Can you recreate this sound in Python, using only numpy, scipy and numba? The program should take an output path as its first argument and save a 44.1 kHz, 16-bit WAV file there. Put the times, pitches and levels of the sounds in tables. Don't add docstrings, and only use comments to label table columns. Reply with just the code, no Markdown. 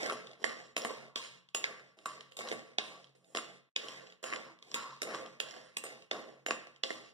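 import sys
import numpy as np
from scipy import signal
from scipy.fft import rfft, irfft, next_fast_len
from scipy.io import wavfile
from scipy.ndimage import uniform_filter1d
from numba import njit

SR = 44100
rng = np.random.default_rng(int(sys.argv[2]) if len(sys.argv) > 2 else 0)


def elevation(decibels):
    levels = np.asarray(decibels, float)
    return 10 ** (levels / 20)


def bounce(signal):
    frames = np.transpose(np.atleast_2d(signal))
    limited = np.clip(frames, -1, 1)
    pcm = np.round(limited * 32767).astype(np.int16)
    wavfile.write(sys.argv[1], SR, pcm)


N = 314433
SIZE = next_fast_len(N + SR)
HZ = np.maximum(np.arange(SIZE // 2 + 1) * SR / SIZE, 1)

# (time [s], glaze [dB], pot [dB], spoon ring [dB], clack [Hz])
KNOCKS = [(0.4413, -26, -33, -43.5, 1930), (0.7651, -25, -36.5, -40.5, 2830),
          (0.7773, -30.5, -42, -41.5, 3050), (0.8481, -34.5, -31.5, -42, 3380),
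          (1.158, -26.5, -38, -48.5, 3220), (1.5471, -24, -38, -32, 2780),
          (1.6407, -23.5, -35, -49.5, 1940), (2.0569, -38, -37, -43.5, 3700),
          (2.368, -38.5, -52, -47, 3550), (2.784, -21, -32, -65, 3520), (3.3488, -32, -38, -47, 3450),
          (3.3706, -26.5, -39, -43.5, 3380), (3.762, -22, -38, -51, 3120),
          (4.2279, -59.5, -55, -53.5, 3700), (4.2393, -36, -41.5, -45, 2850),
          (4.742, -27.5, -33.5, -37, 3370), (5.0181, -30.5, -39, -38, 5460),
          (5.4008, -24.5, -37, -42.5, 3180), (5.7686, -28, -42, -37, 2660), (5.838, -44, -46, -43.5, 3100),
          (6.112, -28, -34, -63, 3450), (6.4626, -30.5, -37.5, -45, 2750), (6.5072, -25, -32, -48, 2430),
          (6.8349, -23.5, -38.5, -64, 3460)]
# (time [s], glaze [dB], bottom [dB], wall [dB], clack [Hz])
BUMPS = [(0.0306, -35, -58, -46, 5560), (0.0605, -36, -48, -46, 5600), (0.097, -33, -59, -33, 3250),
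         (0.1103, -49, -58, -43, 3540), (0.122, -38, -39, -48, 2720), (0.818, -39, -63, -65, 5400),
         (0.9048, -51, -35, -43.5, 2900), (2.389, -36, -40, -48, 3210), (2.4071, -44, -47, -39.5, 5700),
         (2.4862, -35, -60, -47, 3780), (2.5145, -36.5, -34.5, -39, 3540),
         (2.5244, -39.5, -38, -45.5, 3300), (3.8836, -37.5, -45, -62, 3000),
         (4.3255, -48.5, -38, -38.5, 2820), (4.3347, -38, -56, -37.5, 2700), (5.0301, -34, -46, -52, 3750),
         (5.146, -37, -48, -37, 3680), (5.1527, -41, -39, -54, 3430), (5.5093, -42, -54, -59, 5580),
         (6.4841, -37.5, -35, -47.5, 2850), (6.9041, -39, -35.5, -42.5, 1830),
         (1.57, -39, -46, -46.5, 3470), (3.36, -35, -46, -43.5, 5140), (3.3847, -43, -45, -38.5, 3180)]
# (time [s], level [dB], clack [Hz])
TICKS = [(0.2695, -43.5, 3500), (0.313, -50.5, 3475), (0.332, -51.5, 3530), (0.8947, -47, 2850),
         (1.4878, -55, 3370), (1.9875, -51, 3440), (2.207, -41.5, 3120), (2.3201, -48, 3180),
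         (2.473, -42, 3960), (2.5916, -48, 3260), (3.0424, -52.5, 3300), (3.244, -61.5, 3550),
         (4.0694, -50, 2960), (4.1, -53.5, 3070), (4.1228, -51, 3200), (4.36, -37, 3120),
         (4.6246, -45, 3170), (5.2605, -46, 3330), (6.0217, -51, 2900), (6.761, -55, 3040),
         (1.1744, -36.5, 3220), (3.0702, -59, 3440), (3.1512, -71, 3470), (4.588, -57, 3390),
         (4.715, -40.5, 5550), (5.8637, -43.5, 2990), (6.1301, -41.5, 3260), (6.9147, -43, 3430)]
BUMP_RING_DB, TICK_BOTTOM_DB, TICK_WALL_DB, TICK_RING_DB = -17, -21.5, -14, -24.5

# (hardest [s], lifted [s], bottom [dB], wall [dB], glaze [dB])
STROKES = [(0.054, 0.35, -43.5, -39, -46), (0.488, 0.71, -50.5, -46, -50.5), (0.9, 1.084, -50, -46.5, -51),
           (1.162, 1.384, -55.5, -48, -45.5), (1.69, 1.93, -56, -51, -57),
           (2.081, 2.287, -56.5, -49.5, -53.5), (2.51, 2.735, -50, -47, -52.5),
           (2.88, 3.094, -56.5, -55.5, -55.5), (3.42, 3.584, -56, -51.5, -55.5),
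           (3.912, 4.13, -53.5, -48, -53), (4.324, 4.523, -48.5, -44, -50.5),
           (4.748, 5.01, -51.5, -42.5, -45), (5.156, 5.374, -46, -43.5, -52),
           (5.549, 5.774, -57.5, -51.5, -56.5), (5.88, 6.05, -57, -52.5, -56),
           (6.163, 6.42, -48.5, -49.5, -56), (6.519, 6.77, -57, -49, -56), (6.917, 7.107, -53.5, -51, -51)]
# (from [s], to [s], first level [dB], last level [dB], steel edge [dB])
ROLLS = [
    (0.365, 0.432, -82, -53.5, -5),
    (1.97, 2.058, -71.5, -70, -3),
    (2.313, 2.361, -67, -77, 2),
    (3.15, 3.24, -73, -85, -2),
    (3.24, 3.355, -79.5, -73, 5.5),
    (4.619, 4.737, -72, -58, -5),
]
# (bottom, wall, glaze, steel edge [dB/s])
SWELL_DB_PER_S = [34, 45, 17, 15]
# (bottom, wall, glaze, steel edge [dB/s])
FADE_DB_PER_S = [83, 94, 85.5, 114]
# (bottom, wall, glaze, steel edge [dB])
SKID_DB = [-10.5, -8.5, -19, 0]
# (bottom, wall, glaze [dB])
ROLL_DB = [4, -2, -1.5]
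LIFT_DB_PER_S, SKID_T60_S, EDGE_DB = 355, 0.11, -5.5
LEAD_DB, LEAD_T60_S = -27.5, 0.015

# (time [s], level [dB], fade [dB/s])
SINGS = [
    (0.885, -51.5, 86),
    (1.165, -52.5, 116),
    (2.062, -56, 100),
    (2.79, -48, 130),
    (4.335, -49, 99),
    (4.751, -37, 115),
    (5.405, -52, 120),
    (6.118, -48, 140),
]
SING_RISE_S = 0.0062

# (frequency [Hz], level [dB], t60 [s])
BOTTOM_MODES = [(244, -2.5, 0.25), (330, -3, 0.11), (409, -6, 0.027), (463, 4, 0.07), (529.5, 10, 0.038),
                (633, 10.5, 0.025), (703.5, 6.5, 0.023), (808.7, -3.5, 0.053)]
# (frequency [Hz], level [dB], t60 [s])
WALL_MODES = [(1060, -5, .05), (1143, 0, .09), (1200, -3, .05), (1380, -6, .03), (1860, -5, .02),
              (2100, -1, .035), (2240, -3, .03)]
# (frequency [Hz], level [dB], t60 [s])
GLAZE_MODES = [(2900, 0.5, 0.021), (3260, 0.5, 0.026), (3420, -1, 0.015), (3750, -3.5, 0.0072),
               (4820, -0.5, 0.0068), (5220, -6, .012), (5650, 6, 0.023)]
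# (frequency [Hz], level [dB], t60 [s])
SPOON_MODES = [(6950, 0, .11), (7270, -1, .11), (7600, -4, .08), (8220, -6, .08), (8800, -8, .05),
               (9070, -4, .09), (10100, -12, .05), (10350, -10, .06), (10720, -8, .08), (11570, -14, .06),
               (12280, -13, .06), (12670, -15, .06), (13150, -15, .06), (13900, -11, .05), (14900, -8, .05),
               (15400, -5, .05)]

# (frequency [Hz], t60 [s])
KITCHEN_T60 = [(100, 0.8), (500, 0.45), (2000, 0.58), (6000, 0.31), (14000, 0.31)]
# (frequency [Hz], density [dB/Hz])
BURNER_ROAR = [(30, -19.5), (90, -31.5), (130, -15.5), (200, -17.5), (500, -27.5), (1500, -12.5),
               (4000, -31), (15000, -26)]
# (frequency [Hz], width [Hz], level [dB])
BURNER_DRONE = [(137, 9, -1.5), (180, 9, -3)]
BURNER_DB = -5.5
FLAME_DB, FLAME_KNEE_DB, FLAME_SLOPE, FLAME_RISE_S, FLAME_FALL_S = -68.5, -52, 0.41, 0.095, 0.03

# (frequency [Hz], difference [dB])
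PORT_BALANCE = [(100, 1.5), (300, 0.5), (520, 6), (1000, -4.5), (2100, -3), (3000, -2), (5500, 1),
                (7000, -8), (11000, -2.5), (15000, -7)]
# (frequency [Hz], share [0-1])
PORT_ALIKE = [(60, 0.6), (150, 0.85), (500, 0.65), (1200, 0.25), (3000, 0.03), (8000, 0), (15000, 0)]
# (frequency [Hz], gain [dB])
PORT_COLOUR = [(50, 22.5), (130, 3.5), (230, 1), (500, -0.5), (1100, -1), (1700, -5), (2300, -2), (4000, 1),
               (6500, -3), (10000, -2), (15500, -19)]
# (frequency [Hz], share [0-1])
WIDEN = [(100, 0.19), (1100, 0.91), (2300, 0.78), (4560, 0.55), (8000, 0.26), (15000, 0)]
WIDEN_S, PORT_LAG_S, TOP_HZ = 1 / 2280, 13 / SR, 15750


def along(points):
    hz, value = np.transpose(points)
    return np.interp(np.log(HZ), np.log(hz), value)


def unit(x):
    return x / np.sqrt(np.mean(x ** 2))


def per_body(values):
    return np.array(values)[:, None]


@njit
def follow(x, rise, fall):
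    out, level = np.empty(len(x)), x[0]
    for i in range(len(x)):
        level += (x[i] - level) * (rise if x[i] > level else fall)
        out[i] = level
    return out


def decay(x, t60_s):
    return signal.lfilter([1], [1, -elevation(-60 / (t60_s * SR))], x)


def blows():
    rows = [(s, hz, pot, pot, glaze, steel) for s, glaze, pot, steel, hz in KNOCKS]
    rows += [(s, hz, bottom, wall, glaze, glaze + BUMP_RING_DB) for s, glaze, bottom, wall, hz in BUMPS]
    rows += [(s, hz, db + TICK_BOTTOM_DB, db + TICK_WALL_DB, db, db + TICK_RING_DB) for s, db, hz in TICKS]
    return np.transpose(rows)


def knocks(chatter_s=0.00053, clack_db=9, clack_width_hz=500):
    s, clack_hz, *db = blows()
    t = np.arange(400) / SR
    spread = rfft(rng.standard_normal((len(s), len(t))) * t * np.exp(-t / chatter_s))
    spread /= np.sqrt(uniform_filter1d(np.abs(spread) ** 2, size=9))
    hz = np.arange(spread.shape[1]) * SR / len(t)
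    off = 2j * (hz - clack_hz[:, None]) / clack_width_hz
    flat = irfft(spread, len(t))
    clack = irfft(spread * (1 + elevation(clack_db) / (1 + off)), len(t))
    share = elevation(np.array(db) + per_body([19.5, 25.5, 14, 26.5]))
    force = np.zeros((4, N + len(t)))
    for k, start in enumerate((s * SR).astype(int)):
        contact = np.array([flat[k], clack[k], clack[k], flat[k]])
        force[:, start:start + len(t)] += share[:, k:k + 1] * contact
    return force[:, :N]


def pressure():
    t = np.arange(N) / SR
    s, _, *db = blows()
    skid = np.zeros((4, N))
    skid[:, (s * SR).astype(int)] = elevation(np.array(db) + per_body(SKID_DB))
    power = decay(skid, SKID_T60_S) ** 2 + elevation(-220)
    lead = decay(skid[:, ::-1], LEAD_T60_S)[:, ::-1]
    power += (elevation(LEAD_DB) * lead) ** 2
    lands = np.array(KNOCKS)[:, 0]
    start = 0
    for hardest, lift, bottom, wall, glaze in STROKES:
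        on = slice(int(start * SR), int((lift + 0.25) * SR))
        late = t[on] - hardest
        fall = per_body(FADE_DB_PER_S) * np.maximum(late, 0)
        fall -= per_body(SWELL_DB_PER_S) * np.minimum(late, 0)
        fall += LIFT_DB_PER_S * np.maximum(t[on] - lift, 0)
        power[:, on] += elevation(2 * (per_body([bottom, wall, glaze, glaze + EDGE_DB]) - fall))
        start = min(lands[lands > lift], default=0)
    for begin, end, first_db, last_db, steel_db in ROLLS:
        on = slice(int(begin * SR), int(end * SR))
        level_db = np.interp(t[on], [begin, end], [first_db, last_db])
        power[:, on] += elevation(2 * (level_db + per_body([*ROLL_DB, steel_db])))
    return np.sqrt(power)


def scrape(press, grains_per_s=6000, judder_db=0.5, judder_hz=60):
    hit = rng.random(N) < grains_per_s / SR
    size = elevation(1.6 * rng.exponential(size=N))
    grit = unit(hit * rng.standard_normal(N) * size)
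    k = int(SR / judder_hz)
    judder = unit(uniform_filter1d(uniform_filter1d(rng.standard_normal(N), k), k))
    return grit * press * elevation(judder_db * judder)


def sing():
    t = np.arange(N) / SR
    level = np.zeros(N)
    for start, db, fade in SINGS:
        late = np.maximum(t - start, 0)
        level += elevation(db - fade * late) * np.minimum(late / SING_RISE_S, 1)
    return level * rng.standard_normal(N)


@njit
def ring(push, hz, gain, t60, which):
    out = np.zeros(len(push))
    for m in range(len(hz)):
        p, z = np.exp(2j * np.pi * hz[m] / SR - np.log(1000.) / (t60[m] * SR)), 0j
        for i in range(len(push)):
            z = z * p + push[i] * gain[which[i], m] + 1e-18
            out[i] += z.imag
    return out


def body(push, modes, lo_hz, hi_hz, rasp, spot_db=1.8, hold_s=0.04):
    hz, db, t60 = np.transpose(modes)
    t60 = np.maximum(t60, 0.004)
    stored = np.sum(elevation(2 * db) * t60 * SR / (4 * np.log(1000)))
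    which = np.arange(N) // int(hold_s * SR)
    spots_db = spot_db * rng.standard_normal((which[-1] + 1, len(hz)))
    gain = elevation(db + spots_db) * np.sqrt((1 - rasp) / stored)
    raspy = push * np.sqrt(rasp * SR / 2 / (hi_hz - lo_hz))
    radiates = signal.butter(3, [lo_hz, hi_hz], "band", fs=SR, output="sos")
    return signal.sosfilt(radiates, ring(push, hz, gain, t60, which) + raspy)


def hollow(near, bounce_s=0.00071, turns_per_s=2.951):
    t = np.arange(400) / SR
    bounces = rfft(rng.standard_normal((2, len(t))) * np.exp(-t / bounce_s), SIZE)
    power = np.abs(bounces) ** 2
    bounces *= near / np.sqrt(power + 0.11 * np.mean(power))
    walk = np.cumsum(rng.standard_normal((2, SIZE)), axis=1)
    drift = uniform_filter1d(2 * np.pi * walk * np.sqrt(turns_per_s / SR), size=4000)
    turned = irfft(bounces, SIZE) * np.cos(drift) + irfft(1j * bounces, SIZE) * np.sin(drift)
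    return rfft(turned)


def kitchen(near, wet_db=-11, gap_s=0.00075):
    t = np.arange(SR) / SR
    table_hz, table_s = np.transpose(KITCHEN_T60)
    tails = 0
    for hz in 90 * 2 ** np.arange(0, 8.):
        t60 = np.interp(np.log(hz), np.log(table_hz), table_s)
        octave = signal.butter(2, [hz / 2 ** 0.5, hz * 2 ** 0.5], "band", fs=SR, output="sos")
        tails = tails + signal.sosfilt(octave, rng.standard_normal((3, SR))) * elevation(-60 * t / t60)
    tails *= np.clip(t / gap_s - 1, 0, 1)
    return rfft(tails / np.sqrt(np.sum(tails ** 2) / 3), SIZE) * near * elevation(wet_db)


def burner(press):
    colour = (unit(elevation(along(BURNER_ROAR))) * elevation(BURNER_DB)) ** 2
    for hz, width, db in BURNER_DRONE:
        colour += (unit(1 / (1 + ((HZ - hz) / (width / 2)) ** 2)) * elevation(db)) ** 2
    flame = irfft(rfft(rng.standard_normal((3, SIZE))) * np.sqrt(colour), SIZE)
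    press_db = 10 * np.log10(np.mean(press ** 2, axis=0))
    stir_db = follow(press_db, 1 / (FLAME_RISE_S * SR), 1 / (FLAME_FALL_S * SR))
    swell_db = FLAME_DB + FLAME_SLOPE * np.minimum(stir_db - FLAME_KNEE_DB, 0)
    return rfft(flame[:, :N] * elevation(swell_db), SIZE)


def scene():
    press = pressure()
    bottom, wall, glaze, spoon = knocks() + scrape(press)
    direct = body(bottom, BOTTOM_MODES, 259, 1700, rasp=0.16)
    direct += body(wall, WALL_MODES, 1180, 2180, rasp=0.63)
    direct += body(glaze, GLAZE_MODES, 2340, 6540, rasp=0.94)
    direct += body(spoon, SPOON_MODES, 6400, 15200, rasp=0.42, spot_db=4.0, hold_s=0.12)
    direct += body(sing(), WALL_MODES[:3], 960, 1474, rasp=0.67)
    near = rfft(direct, SIZE)
    shared, *own = kitchen(near) + burner(press)
    alike = np.clip(along(PORT_ALIKE), 0, 1)
    ports = np.sqrt(alike) * (near + shared) + np.sqrt(1 - alike) * (hollow(near) + np.array(own))
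    skew = elevation(along(PORT_BALANCE) / 2) * np.exp(-1j * np.pi * HZ * PORT_LAG_S)
    return irfft(ports * np.array([skew, 1 / skew]) * elevation(along(PORT_COLOUR)), SIZE)[:, :N]


def low_pass(x):
    return signal.sosfilt(signal.butter(12, 15960, fs=SR, output="sos"), x)


def record(dry, fall_s=0.018, gate_db=-72):
    ports = rfft(dry, SIZE)
    other = np.clip(along(WIDEN), 0, 1) * np.exp(-2j * np.pi * HZ * WIDEN_S) * ports[::-1]
    wide = irfft(ports - other, SIZE)[:, :N]
    x = signal.sosfilt(signal.butter(2, 90, "high", fs=SR, output="sos"), wide)
    x = signal.sosfilt(signal.ellip(6, 0.2, 50, TOP_HZ, fs=SR, output="sos"), x)
    ahead = np.roll(np.abs(x).mean(axis=0), -130) + 1e-9
    loud = follow(ahead, 0.05, 1 / (fall_s * SR))
    gate = np.minimum(loud / elevation(gate_db), 1) ** 5
    return low_pass(x * gate)


dry = scene()
out = record(dry)
bounce(out)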